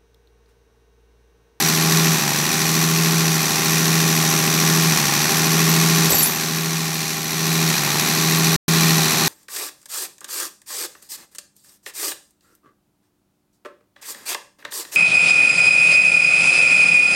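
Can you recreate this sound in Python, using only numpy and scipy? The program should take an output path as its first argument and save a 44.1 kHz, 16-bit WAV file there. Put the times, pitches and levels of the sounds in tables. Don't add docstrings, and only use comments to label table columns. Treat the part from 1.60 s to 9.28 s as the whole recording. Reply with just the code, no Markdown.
import sys
import numpy as np
from scipy import signal
from scipy.fft import rfft, irfft
from scipy.io import wavfile

SR = 44100
rng = np.random.default_rng(int(sys.argv[2]) if len(sys.argv) > 2 else 0)


def pcm_store(signal):
    levels = np.round(np.clip(np.atleast_2d(signal), -1, 1) * 32767)
    wavfile.write(sys.argv[1], SR, levels.astype(np.int16).T)


N = 338688
TIME = np.arange(N) / SR
FREQ = np.fft.rfftfreq(N, 1 / SR)
CYLINDERS, FREE_STROKE_HZ = 6, 81.79

# start_s, length_s, full_pull_hz (off the stroke rate)
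LOADS = [(-0.365, 0.442, 2.509), (0.419, 0.256, 16.233), (1.507, 0.448, 3.22), (2.256, 0.655, 1.869),
         (3.191, 0.282, 14.547), (4.331, 0.39, 3.847), (5.013, 0.665, 2.131), (5.984, 0.25, 16.719),
         (7.181, 0.387, 3.971)]
# time_s, level_db
PUMP_LEVEL = [(0, 0.5), (.45, 0), (1.1, -1.5), (2.1, -0.94), (3.0, .3), (4.45, 0.1), (4.6, -2.6),
              (4.85, -5), (5.25, -7), (5.65, -7), (6.0, -2), (6.35, -0.8), (6.9, -0.4), (7.68, 1.1)]
# time_s, bright_db
MIC_DRIFT = [(0, 0.5), (3.1, -1.2), (4.2, 0.4), (7.68, 3.5)]
# pitch_hz, width_hz, resonant_level_db
FRAME_MODES = [(162.93, 4.73, -18.7), (150.63, 5.18, -27.2)]
# pitch_hz, width_hz, lift_db
PANEL_MODES = [(215, 45, 3), (326, 40, 10), (408, 40, 9), (796, 17, 11), (865, 16, 10), (1053, 25, 5),
               (1139, 25, 5)]
# pitch_hz, width_hz, lift_db
LOOSE_PANEL_MODE = (799, 8.8, 4.2)
# cycles_per_turn, level_db
SHAFT_ORDERS = [(6, -50), (9, -43.5), (10, -45), (11, -46), (13, -44), (14, -39.5), (15, -44), (16, -37),
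                (17, -44), (18, -36.8), (22, -44), (24, -35), (26, -44), (28, -43), (29, -41), (30, -34.5),
                (42, -52), (48, -45.5), (51, -48), (54, -47), (60, -39.5), (66, -42.5), (77, -45),
                (78, -39.5), (81, -45), (82, -45), (84, -40), (86, -45), (103, -43)]
# pitch_hz, level_db, t60_s
SPANNER_MODES = [(4613, 0, .4), (6675, -6, .4), (7273, -5, .33), (7601, -7, .3), (8010, -2, .15),
                 (10300, -1, .17), (11400, -2, .08), (11763, 1, .13), (12295, -12, .3), (12828, -6, .4),
                 (13211, -1, .42), (13625, -1, .36), (15200, -7, .15)]
# start_s, ring_db, favoured_hz, skid_s, thud_db
SPANNER_BLOWS = [(4.094, -15.5, 12400, .003, -60), (4.503, -14.5, 11100, .004, -22),
                 (4.505, -18.5, 13800, .004, -25), (4.522, -14.5, 8000, .008, -15.5),
                 (4.542, -22, 13400, .008, -20), (4.549, -15.5, 12000, .006, -21),
                 (4.558, -23.5, 4800, .005, -30), (4.582, -12.5, 12430, .015, -40),
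                 (4.608, -21.5, 7000, .01, -32), (4.624, -10, 10160, .008, -45),
                 (4.656, -22, 13300, .02, -55)]
# knock_db, rattle_db, nozzle_db, pipe_pitch_hz, ping_db
PLUNGER_VOICES = [(-.5, 2.1, 5.5, 1100, -22.5), (0.5, 0.5, 8.5, 1950, -22), (-1.5, 2, 3.5, 2650, -19),
                  (-.5, -1, 3, 1850, -18), (-3, 0.8, -1.5, 1126, -27), (1.5, 0, 3.5, 2430, -18.5)]
# pitch_hz, width_hz, lift_db
PIPE_MODES = [(1140, 110, 3), (1850, 200, 3.5), (2450, 260, 5), (4280, 150, 1.5), (5724, 70, 3),
              (5955, 120, 5), (10305, 130, 3.5)]
# frequency_hz, relative_db
NOZZLE_SPECTRUM = [(9000, -51), (10900, -19), (11500, 2.5), (11780, -1), (12200, -14), (14000, -49)]
# frequency_hz, relative_db
HOUSING_SPECTRUM = [(20, -44), (70, -21.5), (130, -8.5), (200, 5), (290, -1.5), (410, 0.5), (500, -6),
                    (620, -8.5), (800, 0), (960, -6), (1130, -3), (1500, -8), (2400, -10), (3500, -13),
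                    (8000, -43.5)]
# frequency_hz, relative_db
RATTLE_SPECTRUM = [(300, -53.5), (1500, -4.5), (2400, -5), (3100, -7), (4000, -1), (4900, -3.5), (5900, 0),
                   (7000, -5), (8100, -6.5), (9300, -10), (11000, -9.5), (12600, -10.5), (15700, -14)]
PLUNGER_KNOCK_DB, PLUNGER_RATTLE_DB, PLUNGER_NOZZLE_DB, PIPE_HZ, PING_DB = np.transpose(PLUNGER_VOICES)


def amp(db):
    return 10 ** (np.asarray(db) / 20)


def unit_rms(x):
    return x / np.sqrt(np.mean(x ** 2) + 1e-20)


def curve(rows):
    return np.interp(TIME, *np.transpose(rows))


def add(mix, start_s, sound):
    part = mix[max(0, round(start_s * SR)):][:len(sound)]
    part += sound[:len(part)]


def band(x, centre_hz, width_hz):
    return irfft(rfft(x) * np.exp(-((FREQ - centre_hz) / width_hz) ** 2), N)


def drift(hz):
    return unit_rms(band(rng.standard_normal(N), 0, hz))


def lift_db(modes, hz):
    return sum(db / (1 + (2 * (hz - pitch) / width) ** 2) for pitch, width, db in modes)


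def colour(x, spectrum, modes):
    hz, db = np.transpose(spectrum)
    gain_db = np.interp(np.log(FREQ + 1), np.log(hz), db) + lift_db(modes, FREQ)
    causal_fold = 1 + np.sign(N / 2 - np.arange(N)) * (np.arange(N) > 0)
    cepstrum = irfft(np.log(amp(gain_db)), N) * causal_fold
    return unit_rms(irfft(rfft(x) * np.exp(rfft(cepstrum)), N))


def load_sag(grab_s=.2577, recover_s=.1401):
    sag_hz = np.zeros(N)
    for start_s, length_s, pull_hz in LOADS:
        t = np.maximum(TIME - start_s, 0)
        grab = 1 - np.exp(-(t / grab_s) ** 2)
        recovery = np.exp(-np.maximum(t - length_s, 0) / recover_s)
        sag_hz += pull_hz * grab * recovery
    return sag_hz


def strokes(turns, plunger_db, rise_s, decay_s, room_db, room_s, repeat_share, jitter_s, grain_db):
    t = np.arange(SR // 10) / SR
    burst = unit_rms((1 - np.exp(-(t / rise_s) ** 2)) * np.exp(-t / decay_s))
    room = unit_rms((1 - np.exp(-t / decay_s)) * np.exp(-t / room_s))
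    envelope = np.hypot(burst, amp(room_db) * room)
    signature = rng.standard_normal((CYLINDERS, len(t)))
    stroke = np.floor(turns * CYLINDERS).astype(int)
    out = np.zeros(N)
    for onset in np.flatnonzero(np.diff(stroke, prepend=stroke[0] - 1)):
        plunger = stroke[onset] % CYLINDERS
        noise, grain = rng.standard_normal((2, len(t)))
        slip, uneven_db = rng.standard_normal(2)
        fresh = unit_rms(noise * amp(grain_db * grain))
        impacts = np.sqrt(repeat_share) * signature[plunger] + np.sqrt(1 - repeat_share) * fresh
        add(out, onset / SR + jitter_s * slip, amp(plunger_db[plunger] + uneven_db) * envelope * impacts)
    return out


def frame_boom(turns, gain_db=.03, waver_db=.5, dip_s=4.54, dip_half_s=.038, dip_db=-17.5):
    shake = np.exp(2j * np.pi * 2 * CYLINDERS * turns)
    boom = np.zeros(N)
    for hz, width_hz, db in FRAME_MODES:
        radius = np.exp(-np.pi * width_hz / SR)
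        pole = radius * np.exp(2j * np.pi * hz / SR)
        boom += amp(db) * signal.lfilter([1 - radius], [1, -pole], shake).imag
    dip = np.exp(-((TIME - dip_s) / dip_half_s) ** 2)
    return np.sqrt(2) * amp(curve(PUMP_LEVEL) + dip_db * dip + gain_db + waver_db * drift(hz=18)) * boom


def shaft_tones(turns, sag_hz, gain_db=.4, sag_db_per_hz=-.54):
    shaft_hz = (FREE_STROKE_HZ - sag_hz) / CYLINDERS
    tones = np.zeros(N)
    for order, db in SHAFT_ORDERS:
        phase = 2 * np.pi * (order * turns + rng.random()) + .13 * drift(hz=8)
        panel_db = lift_db(PANEL_MODES, order * shaft_hz)
        tones += amp(db + panel_db - np.median(panel_db)) * np.sqrt(2) * np.sin(phase)
    return amp(gain_db + curve(PUMP_LEVEL) + sag_db_per_hz * sag_hz) * tones


def spanner(let_go_s=4.4, grip_damping=5, contact_width_hz=850, taps_per_s=600,
            click_s=.005, thud_s=.0072):
    t, out = np.arange(SR // 2) / SR, np.zeros(N)
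    hz, db, t60_s = np.transpose(SPANNER_MODES)[:, :, None]
    bench = signal.butter(2, [50, 750], "band", fs=SR, output="sos")
    for start_s, ring_db, favoured_hz, skid_s, thud_db in SPANNER_BLOWS:
        taps = rng.standard_normal(len(t)) * (rng.random(len(t)) < taps_per_s / SR) * (t < skid_s)
        taps[0] = 1
        weight = amp(-16) + np.exp(-((hz - favoured_hz) / contact_width_hz) ** 2)
        damping = grip_damping if start_s < let_go_s else 1
        modes = np.exp(-np.log(1000) * damping * t / t60_s) * np.sin(2 * np.pi * hz * t)
        modes = signal.fftconvolve(modes, taps[None], axes=1)[:, :len(t)]
        ring = (weight * amp(db) * modes / abs(modes).max(1, keepdims=True)).sum(0)
        click = amp(-7) * np.diff(rng.standard_normal(len(t) + 1)) / 2 * np.exp(-t / click_s)
        thud = unit_rms(signal.sosfilt(bench, rng.standard_normal(len(t)))) * np.exp(-t / thud_s)
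        add(out, start_s, amp(ring_db) * (ring + click) + amp(thud_db) * thud)
    return out


def nozzle_ring(turns, gain_db=-32.5):
    snaps = strokes(turns, PLUNGER_NOZZLE_DB, rise_s=.003, decay_s=.006, room_db=-9, room_s=.02,
                    repeat_share=.3, jitter_s=.0002, grain_db=2)
    return amp(gain_db) * colour(snaps, NOZZLE_SPECTRUM, [])


def pipe_pings(turns, sag_hz, lag_s=.00152, rise_s=.0019, decay_s=.0041, uneven_db=2):
    pings = np.zeros(N)
    for plunger, (hz, db) in enumerate(zip(PIPE_HZ, PING_DB)):
        strokes_since = (CYLINDERS * turns - plunger) % CYLINDERS
        t = np.maximum(strokes_since / (FREE_STROKE_HZ - sag_hz) - lag_s, 0)
        envelope = (1 - np.exp(-t / rise_s)) * np.exp(-t / decay_s)
        tone = np.sin(2 * np.pi * hz * t + drift(hz=8.2))
        pings += amp(db + uneven_db * drift(hz=10)) * envelope * tone
    return amp(curve(PUMP_LEVEL)) * pings


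def housing_knocks(turns, sag_hz, gain_db=-27.5, sag_db_per_hz=.28):
    blows = strokes(turns, PLUNGER_KNOCK_DB, rise_s=.001, decay_s=.0036, room_db=-1.5, room_s=.025,
                    repeat_share=.55, jitter_s=.00004, grain_db=2.5)
    level_db = gain_db + .96 * curve(PUMP_LEVEL) + sag_db_per_hz * sag_hz
    return amp(level_db) * colour(blows, HOUSING_SPECTRUM, PIPE_MODES + [LOOSE_PANEL_MODE])


def injector_rattle(turns, gain_db=-19.5, away_share=.51):
    chatter = strokes(turns, PLUNGER_RATTLE_DB, rise_s=.0037, decay_s=.0032, room_db=1, room_s=.051,
                      repeat_share=.31, jitter_s=.00012, grain_db=3)
    rattle = colour(chatter, RATTLE_SPECTRUM, PIPE_MODES)
    facing_db = curve(MIC_DRIFT)
    bright_change = (amp(facing_db) - 1) * band(rattle, centre_hz=4070, width_hz=350)
    hiss_change = (amp(-away_share * facing_db) - 1) * band(rattle, centre_hz=5770, width_hz=700)
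    return amp(gain_db) * (rattle + bright_change + hiss_change)


def scene(start_stroke=.34, spray_sag_db_per_hz=-.0958):
    sag_hz = load_sag()
    turns = (start_stroke + np.cumsum(FREE_STROKE_HZ - sag_hz) / SR) / CYLINDERS
    spray_db = .86 * curve(PUMP_LEVEL) + spray_sag_db_per_hz * sag_hz
    spray = amp(spray_db) * (injector_rattle(turns) + nozzle_ring(turns))
    hum = frame_boom(turns) + shaft_tones(turns, sag_hz)
    clatter = housing_knocks(turns, sag_hz) + pipe_pings(turns, sag_hz)
    return (hum + spanner() + clatter + spray)[None]


def record(dry, cut_s=6.963, resume_s=7.0815, skipped_s=.004, top_hz=15750):
    ahead = np.roll(dry, -round(skipped_s * SR), axis=1)
    interrupted = dry * (TIME < cut_s) + ahead * (TIME > resume_s)
    lowpass = signal.firwin(511, top_hz, window=("kaiser", 9), fs=SR)
    return signal.oaconvolve(interrupted, lowpass[None], "same")


dry = scene()
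out = record(dry)
pcm_store(out)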